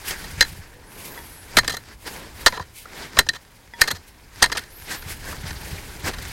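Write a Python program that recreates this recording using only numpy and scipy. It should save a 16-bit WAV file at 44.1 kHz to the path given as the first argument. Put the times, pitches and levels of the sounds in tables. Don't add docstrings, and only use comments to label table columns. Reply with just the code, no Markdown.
import sys
import numpy as np
from scipy import signal
from scipy.fft import rfft, irfft
from scipy.io import wavfile

SR = 44100
rng = np.random.default_rng(int(sys.argv[2]) if len(sys.argv) > 2 else 0)


def wav_record(signal):
    frames = np.transpose(np.atleast_2d(signal))
    bounded = np.clip(frames, -1, 1)
    quanta = np.round(bounded * 32767).astype(np.int16)
    wavfile.write(sys.argv[1], SR, quanta)


N = 278700
TIME = np.arange(N) / SR

# frequency in Hz, relative spectral density in dB.
AIR_SPECTRUM = [(20, 12), (100, 9.5), (200, 1), (500, -8.5), (1000, -5), (1900, -22.5), (3000, -16),
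                (8000, -30.5), (16000, -20.5)]
RUMBLE_SPECTRUM = [(12, -27), (20, 7), (70, 7.5), (123, 0.5), (156, -4.5), (275, -13), (400, -15.5),
                   (520, -45), (880, -120)]
SOIL_SPECTRUM = [(130, -2), (220, -2.5), (450, -2.5), (700, -8), (950, -5), (1300, -14), (1900, -13)]
STRAW_SPECTRUM = [(700, -1), (1200, -2.5), (1550, 4.5), (1820, 4), (2200, 2), (2700, -4), (3500, -5),
                  (4800, -2), (5600, -5.5), (6600, -7.5), (8500, -10), (12000, -28)]
CLOTH_SPECTRUM = [(2000, -0.5), (5000, -7.5), (7500, -7.5), (11500, -3.5), (14000, -9.5), (16000, -11.5)]
# time in seconds, pitch in Hz, level in dB.
BIRD_NOTE = [(.72, 479, -59), (.76, 494, -50), (.8, 487, -50), (.85, 480, -80)]
# time in seconds, threads crossed per second, gain in dB.
CLOTH_SLIDES = [
    [(.84, 9900, -68), (.88, 10600, -55), (.96, 11300, -55), (1.05, 11600, -53), (1.125, 12500, -46),
     (1.19, 11200, -50), (1.25, 11300, -50), (1.34, 10500, -50), (1.42, 10200, -52), (1.48, 9800, -62)],
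    [(4.68, 8800, -62), (4.73, 11700, -52), (4.78, 12400, -49), (4.87, 11000, -52), (4.93, 12000, -50),
     (4.98, 12700, -47), (5.03, 11500, -50), (5.07, 9700, -59)],
]
# speed as a ratio, relative level in dB.
CLOTH_FOLDS = [(.76, -12), (.86, -10), (.95, -2), (1.01, -3), (1.05, -9), (1.1, -5), (1.27, -12)]
# time in seconds, relative level in dB.
WORK_STROKES = [
    [(0.0, -42), (0.298, -40), (0.676, -47), (0.78, -53)],
    [(0.82, -56), (1.05, -48.5), (1.746, -41), (1.96, -65)],
    [(2.0, -83), (2.392, -50.5), (2.554, -47), (2.7, -50.5)],
    [(2.74, -52.5), (3.162, -51), (3.368, -50), (3.5, -52)],
    [(3.7, -52), (4.372, -52), (4.494, -43), (4.75, -48.5)],
    [(4.8, -45), (5.12, -44), (6.092, -40.5), (6.32, -36.5)],
]
# time in seconds, level in dB.
RUMBLE_CURVE = [(0.0, -43), (0.44, -38), (0.67, -50), (1.49, -48), (1.67, -38), (1.92, -49.5), (2.48, -45),
                (2.75, -54), (3.2, -45), (3.47, -62), (4.35, -49), (4.49, -38.5), (4.68, -51.5),
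                (4.91, -47), (5.1, -40.5), (5.58, -38), (5.84, -40.5), (6.32, -36.5)]
# peak time, rise and fall in seconds, straw and soil in dB.
MULCH_PRESSES = [(0.109, 0.051, 0.055, -32, -42), (0.2, 0.017, 0.24, -42.5, -50.5),
                 (0.39, 0.013, 0.051, -36.5, -47), (1.15, 0.33, 0.11, -47.5, -44),
                 (1.56, 0.045, 0.02, -39, -40.5), (1.92, 0.085, 0.031, -45, -50),
                 (2.077, 0.017, 0.014, -32, -37.5), (2.15, 0.097, 0.18, -42, -41),
                 (2.43, 0.07, 0.09, -42.5, -45.5), (3.025, 0.11, 0.058, -37, -40),
                 (3.165, 0.054, 0.042, -42, -42.5), (3.81, 0.026, 0.11, -37, -38.5),
                 (4.416, 0.059, .03, -39.5, -47.5), (4.61, 0.05, 0.026, -46, -54),
                 (4.92, 0.037, 0.044, -29, -37.5), (5.116, 0.054, 0.02, -36, -44),
                 (5.3, 0.059, 0.067, -37.5, -39), (5.495, 0.055, 0.014, -36, -42),
                 (5.72, 0.3, 0.21, -42.5, -45), (6.083, 0.031, 0.019, -24.5, -26.5),
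                 (6.215, 0.034, 0.13, -41.5, -62)]
# peak time, rise and fall in seconds, relative level in dB.
CLOTH_BRUSHES = [(0.088, 0.028, 0.027, -25.5), (0.19, 0.013, 0.1, -37), (0.47, 0.064, 0.1, -39.5),
                 (1.06, 0.078, 0.045, -34), (1.22, .1, .1, -46), (2.14, 0.12, 0.09, -39),
                 (2.41, 0.064, 0.14, -39), (2.785, 0.031, 0.04, -33.5), (4.085, 0.017, 0.033, -47),
                 (4.39, 0.049, .03, -48), (5.116, 0.036, 0.037, -30), (5.296, 0.077, .04, -36),
                 (5.66, 0.28, 0.43, -42)]
# start in seconds, strength in dB.
GROUND_IMPACTS = [(0.374, -24), (0.516, -26.5), (0.585, -28.5), (2.601, -25.5), (3.2, -28), (3.928, -24.5),
                  (5.058, -25.5), (5.437, -21.5), (5.508, -24), (5.724, -20), (6.036, -21.5), (6.221, -33)]
# start in seconds, strength in dB.
TINE_TAPS = [(1.177, -35.5), (3.737, -35)]
# frequency in Hz, relative level in dB, time to decay by 60 dB in seconds.
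TINE_MODES = [(940, -5.5, 0.3), (1790, -4.5, 0.12), (1950, 5.5, 0.042), (3360, -7.5, 0.13), (4950, -8, .04)]
FORK_MODES = [(517, -6, 0.021), (630, -4.5, 0.0076), (992, -3, 0.028), (1182, -7, 0.014), (1448, -1, 0.027),
              (1638, 14.5, 0.004), (1834, 12, 0.026), (2077, -5.5, 0.042), (2430, -57, 0.0033),
              (3128, -13, 0.04), (4100, -4, 0.055), (3945, -9, 0.012), (4430, -4.5, 0.025),
              (4596, -3, 0.017), (5190, -7.5, 0.017), (6700, -17, 0.059), (6540, -14, 0.0365),
              (8060, -33, 0.019), (8320, -1, 0.013), (8610, 2, 0.019), (11200, -25, 0.0138),
              (12500, -3.5, 0.012), (12300, 4.5, .018)]
BAND_EDGES_HZ = [420, 1300, 2600, 6500, 16000]
# relative level in dB, dB gained per dB of hardness.
BAND_BALANCE = [(-5.5, -0.78), (1, 0), (-2.5, .5), (-14.5, 1.29)]
# start and length in seconds, relative level in dB,
# hardness in dB (soil below 0, grit above).
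FORK_SLIPS = [(0.108, 0.0014, -21.5, 3), (0.241, 0.0049, -33, 0), (0.446, .0056, -34.5, 3),
              (1.568, 0.0052, -13, 6.5), (1.632, .002, -30, -9), (1.645, 0.0015, -27, 1),
              (1.6775, .003, -17, 6), (1.694, 0.014, -26.5, 5), (1.719, 0.011, -29, 3),
              (1.737, 0.011, -28.5, 1), (1.7675, 0.0019, -27, 7.5), (2.066, 0.0075, -31.5, -1),
              (2.523, 0.0025, -27.5, -8.5), (2.53, .04, -36.5, -3), (2.573, 0.003, -25, -10.5),
              (2.596, 0.0018, -26.5, -16), (2.607, 0.02, -40.5, -1), (2.855, 0.0017, -38.5, -14),
              (3.169, .005, -19.5, -7.5), (3.178, 0.015, -28, -1), (3.264, 0.0061, -35.5, -5),
              (3.333, 0.0048, -34.5, 1), (3.344, 0.021, -36, 0), (3.8097, 0.0097, -22, 8),
              (3.875, 0.011, -22, 3), (3.9043, 0.004, -23.5, 0), (3.911, .0047, -21.5, 7),
              (3.947, 0.024, -39, 1.5), (4.4195, 0.0037, -15.5, -9), (4.458, 0.0029, -21.5, 2),
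              (4.498, 0.0017, -30, -7), (4.517, .012, -23, 2), (4.549, 0.014, -29, -8),
              (4.569, 0.013, -25.5, 6.5), (4.591, 0.0023, -31.5, 7), (4.637, 0.0018, -40, 6),
              (5.022, 0.0029, -36.5, 1), (5.325, 0.0086, -42.5, -19), (5.506, 0.0036, -30, 0),
              (6.132, .014, -34.5, 0.5), (6.184, 0.0038, -33, 1), (6.221, 0.0086, -42, 12)]
# start and length in seconds; relative level, hardness, knock, crack
# and grind in dB; the second tine's delay in seconds and relative level in dB; soil thud in dB.
FORK_STABS = [(0.4081, 0.0022, -4, 6, -5, -6, -23, .0153, -9.5, -32.5),
              (1.5699, 0.0011, -6, 2.5, -3.5, 4, -11, .0158, 0.5, -21),
              (2.461, .0022, -2.5, 0.5, 0, 2, -13.5, .0055, -1, -31),
              (3.1881, 0.0029, -1, 0.5, -4, 6, -30, .017, -24, -25),
              (3.288, .0026, -11, 4, -22, -7.5, -46, .004, -26, -38),
              (3.8154, 0.00134, 0.5, -2.5, -9, 8, -32, 0.022, -22, -36),
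              (4.4237, 0.0072, -7, 3.5, 0, 2, -16.5, .0157, -2, -31.5)]


def from_db(db):
    return 10 ** (np.asarray(db) / 20)


def unit_rms(x):
    return x / np.sqrt(np.mean(x ** 2) + 1e-20)


def band(x, low, high, order=2):
    edges = [low, min(high, .48 * SR)]
    return signal.sosfilt(signal.butter(order, edges, "band", fs=SR, output="sos"), x)


def colour(x, spectrum):
    hz, db = np.transpose(spectrum)
    log_hz = np.log(np.fft.rfftfreq(N, 1 / SR) + 1)
    gain = from_db(np.interp(log_hz, np.log(hz), db, left=-90, right=-90))
    return unit_rms(irfft(rfft(x) * gain, N))


def drift(per_s):
    knots = rng.standard_normal(4096)
    return np.interp(TIME * per_s, np.arange(len(knots)), knots)


def swell(s, rise, fall):
    return np.exp(-np.clip((s - TIME) / rise, 0, 9) ** 1.42 - np.clip((TIME - s) / fall, 0, 9) ** 1.47)


def envelope(curve):
    return from_db(np.interp(TIME, *np.transpose(curve)))


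def resonate(x, hz, t60):
    r, w = from_db(-60 / (t60 * SR)), 2 * np.pi * hz / SR
    return signal.lfilter([0, np.sin(w)], [1, -2 * r * np.cos(w), r * r], x + 1e-18)


def impulses(rows):
    out = np.zeros(N)
    for s, db in rows:
        out[round(s * SR)] = from_db(db)
    return out


def grains(per_s, spread_db, size=N):
    born = rng.random(size) < per_s / SR
    return born * rng.choice([-1, 1], size) * from_db(spread_db * np.minimum(rng.exponential(1, size), 3))


def open_air(level_db=-54.5):
    return from_db(level_db) * colour(rng.standard_normal(N), AIR_SPECTRUM)


def far_bird():
    s, hz, db = np.transpose(BIRD_NOTE)
    gain = from_db(np.interp(TIME, s, db, left=-150, right=-150))
    return gain * np.sin(2 * np.pi * np.cumsum(np.interp(TIME, s, hz)) / SR)


def cloth_zip(gain_db=1.5):
    out = np.zeros(N)
    for slide in CLOTH_SLIDES:
        s, hz, db = np.transpose(slide)
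        crossing_hz = np.interp(TIME, s, hz)
        gain = from_db(np.interp(TIME, s, db, left=-150, right=-150))
        for ratio, fold_db in CLOTH_FOLDS:
            fold_hz = crossing_hz * ratio * (1 + .009 * drift(14) + .013 * drift(600))
            touch = from_db(fold_db + 3 * drift(16) + 3 * drift(250))
            out += gain * touch * np.sin(2 * np.pi * np.cumsum(fold_hz) / SR)
    return from_db(gain_db) * out


def rustle_gains(cloth_in_press_db=-5, jolt_db=-13.5):
    effort = envelope(np.vstack(WORK_STROKES))
    soil, straw, cloth = [(from_db(db) * effort) ** 2 for db in (-7, -4, -3)]
    rumble = envelope(RUMBLE_CURVE) ** 2
    for s, rise, fall, straw_db, soil_db in MULCH_PRESSES:
        push = swell(s, rise, fall)
        soil += (from_db(soil_db) * push) ** 2
        straw += (from_db(straw_db) * push) ** 2
        cloth += (from_db(straw_db + cloth_in_press_db) * push) ** 2
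    for s, rise, fall, db in CLOTH_BRUSHES:
        cloth += (from_db(db) * swell(s, rise, fall)) ** 2
    for s, *_, thud_db in FORK_STABS:
        rumble += (from_db(thud_db + jolt_db) * swell(s, rise=0.022, fall=0.12)) ** 2
    return np.sqrt([soil, straw, cloth, rumble])


def straw_crackle(clump_db=2.5, flutter_db=1, snap_db=-14):
    edges_hz = np.geomspace(700, 12000, 9)
    clumps = sum(band(grains(8000, spread_db=0.5), low, high) * from_db(clump_db * drift(60))
                 for low, high in zip(edges_hz, edges_hz[1:]))
    crackle = colour(clumps * from_db(flutter_db * drift(130)), STRAW_SPECTRUM)
    snaps = colour(grains(45, spread_db=9), STRAW_SPECTRUM)
    return crackle + from_db(snap_db) * snaps


def rustle(cloth_db=-4.5):
    soil_gain, straw_gain, cloth_gain, rumble_gain = rustle_gains()
    soil = colour(grains(6000, spread_db=5.5), SOIL_SPECTRUM)
    straw = straw_crackle()
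    cloth = colour(rng.standard_normal(N), CLOTH_SPECTRUM) * from_db(cloth_db + 2.4 * drift(70))
    rumble = colour(rng.standard_normal(N), RUMBLE_SPECTRUM)
    return soil_gain * soil + straw_gain * straw + cloth_gain * cloth + rumble_gain * rumble


def boots_and_clods(gain_db=-5):
    pushes = impulses(GROUND_IMPACTS)
    motion = resonate(pushes, hz=86.6, t60=0.18) - 0.99 * resonate(pushes, hz=168, t60=0.078)
    return from_db(gain_db) * band(motion, 33, 192.5)


def soil_thuds(slip_db=-16.5, rise_s=0.0031, fall_s=0.012):
    stabs = [(s, thud_db) for s, *_, thud_db in FORK_STABS]
    slips = [(s, db + slip_db) for s, _, db, _ in FORK_SLIPS]
    pushes = impulses(stabs + slips) + 1e-18
    fall, rise = [signal.lfilter([1], [1, -np.exp(-1 / (s * SR))], pushes) for s in (fall_s, rise_s)]
    return 2 * (fall - rise) * unit_rms(band(rng.standard_normal(N), 135, 600))


def tine_pings():
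    taps = impulses(TINE_TAPS)
    return sum(from_db(db) * resonate(taps, hz, t60) for hz, db, t60 in TINE_MODES)


def contact(length, bands_db, release_s=0.0025, strike_db=7, modes_db=-27, crumbs_db=-23):
    t = np.arange(SR // 6) / SR
    bite_s = 0.079 * length
    grip = np.minimum(t / bite_s, 1) * np.exp(-np.maximum(t - length, 0) / release_s)
    crumbs = from_db(crumbs_db) * np.exp(-t / (0.012 + length))
    force = grains(16000, spread_db=2.5, size=len(t)) * (grip + crumbs)
    force[np.argmax(t > bite_s)] += from_db(strike_db) * np.exp(-length / 0.0039)
    changes = rng.normal(0, [3.0, .007], (len(FORK_MODES), 2))
    sound = force.copy()
    for k, ((hz, db, t60), (change_db, detune)) in enumerate(zip(FORK_MODES, changes)):
        mode = resonate(force, hz * (1 + detune), t60)
        sound += (-1) ** k * from_db(modes_db + db + change_db) * mode
    sound = signal.sosfilt(signal.butter(2, 10500, fs=SR, output="sos"), sound)
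    held_samples = np.sum(t < length + .001)
    out = np.zeros(len(t))
    for low, high, db in zip(BAND_EDGES_HZ, BAND_EDGES_HZ[1:], bands_db):
        part = band(sound, low, high, order=3)
        out += from_db(db) * part * np.sqrt(held_samples / np.sum(part ** 2))
    return out


def stab(s, length, db, hardness, knock, crack, grind_db, second_delay, second_db):
    blow = (s, length, db, hardness, knock, crack)
    grind = (s + length, 0.02, db + grind_db, hardness + 1, knock, crack - 7.5)
    second_tine = (s + second_delay, 0.002, db + second_db, hardness - 3.5, knock, crack + 1.5)
    return [blow, grind, second_tine]


def fork():
    out = np.zeros(N + SR)
    balance_db, per_hardness = np.transpose(BAND_BALANCE)
    stabs = [part for row in FORK_STABS for part in stab(*row[:-1])]
    slips = [(*row, 0, 0) for row in FORK_SLIPS]
    for s, length, db, hardness, knock, crack in stabs + slips:
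        burst = contact(length, db + balance_db + hardness * per_hardness + [knock, 0, 0, crack])
        start = round(s * SR)
        out[start:start + len(burst)] += burst
    return out[:N]


def scene():
    air = open_air()
    digging = fork() + soil_thuds() + tine_pings() + boots_and_clods() + rustle()
    return (air + digging + cloth_zip() + far_bird())[None]


def record(dry, asymmetry_db=-10, cutoff_hz=16100):
    clipped = dry / (1 + dry ** 8) ** (1 / 8)
    thump = from_db(asymmetry_db) * band(clipped ** 2, 5.3, 350, order=1)
    return signal.sosfilt(signal.ellip(10, .2, 70, cutoff_hz, fs=SR, output="sos"), clipped - thump)


dry = scene()
out = record(dry)
wav_record(out)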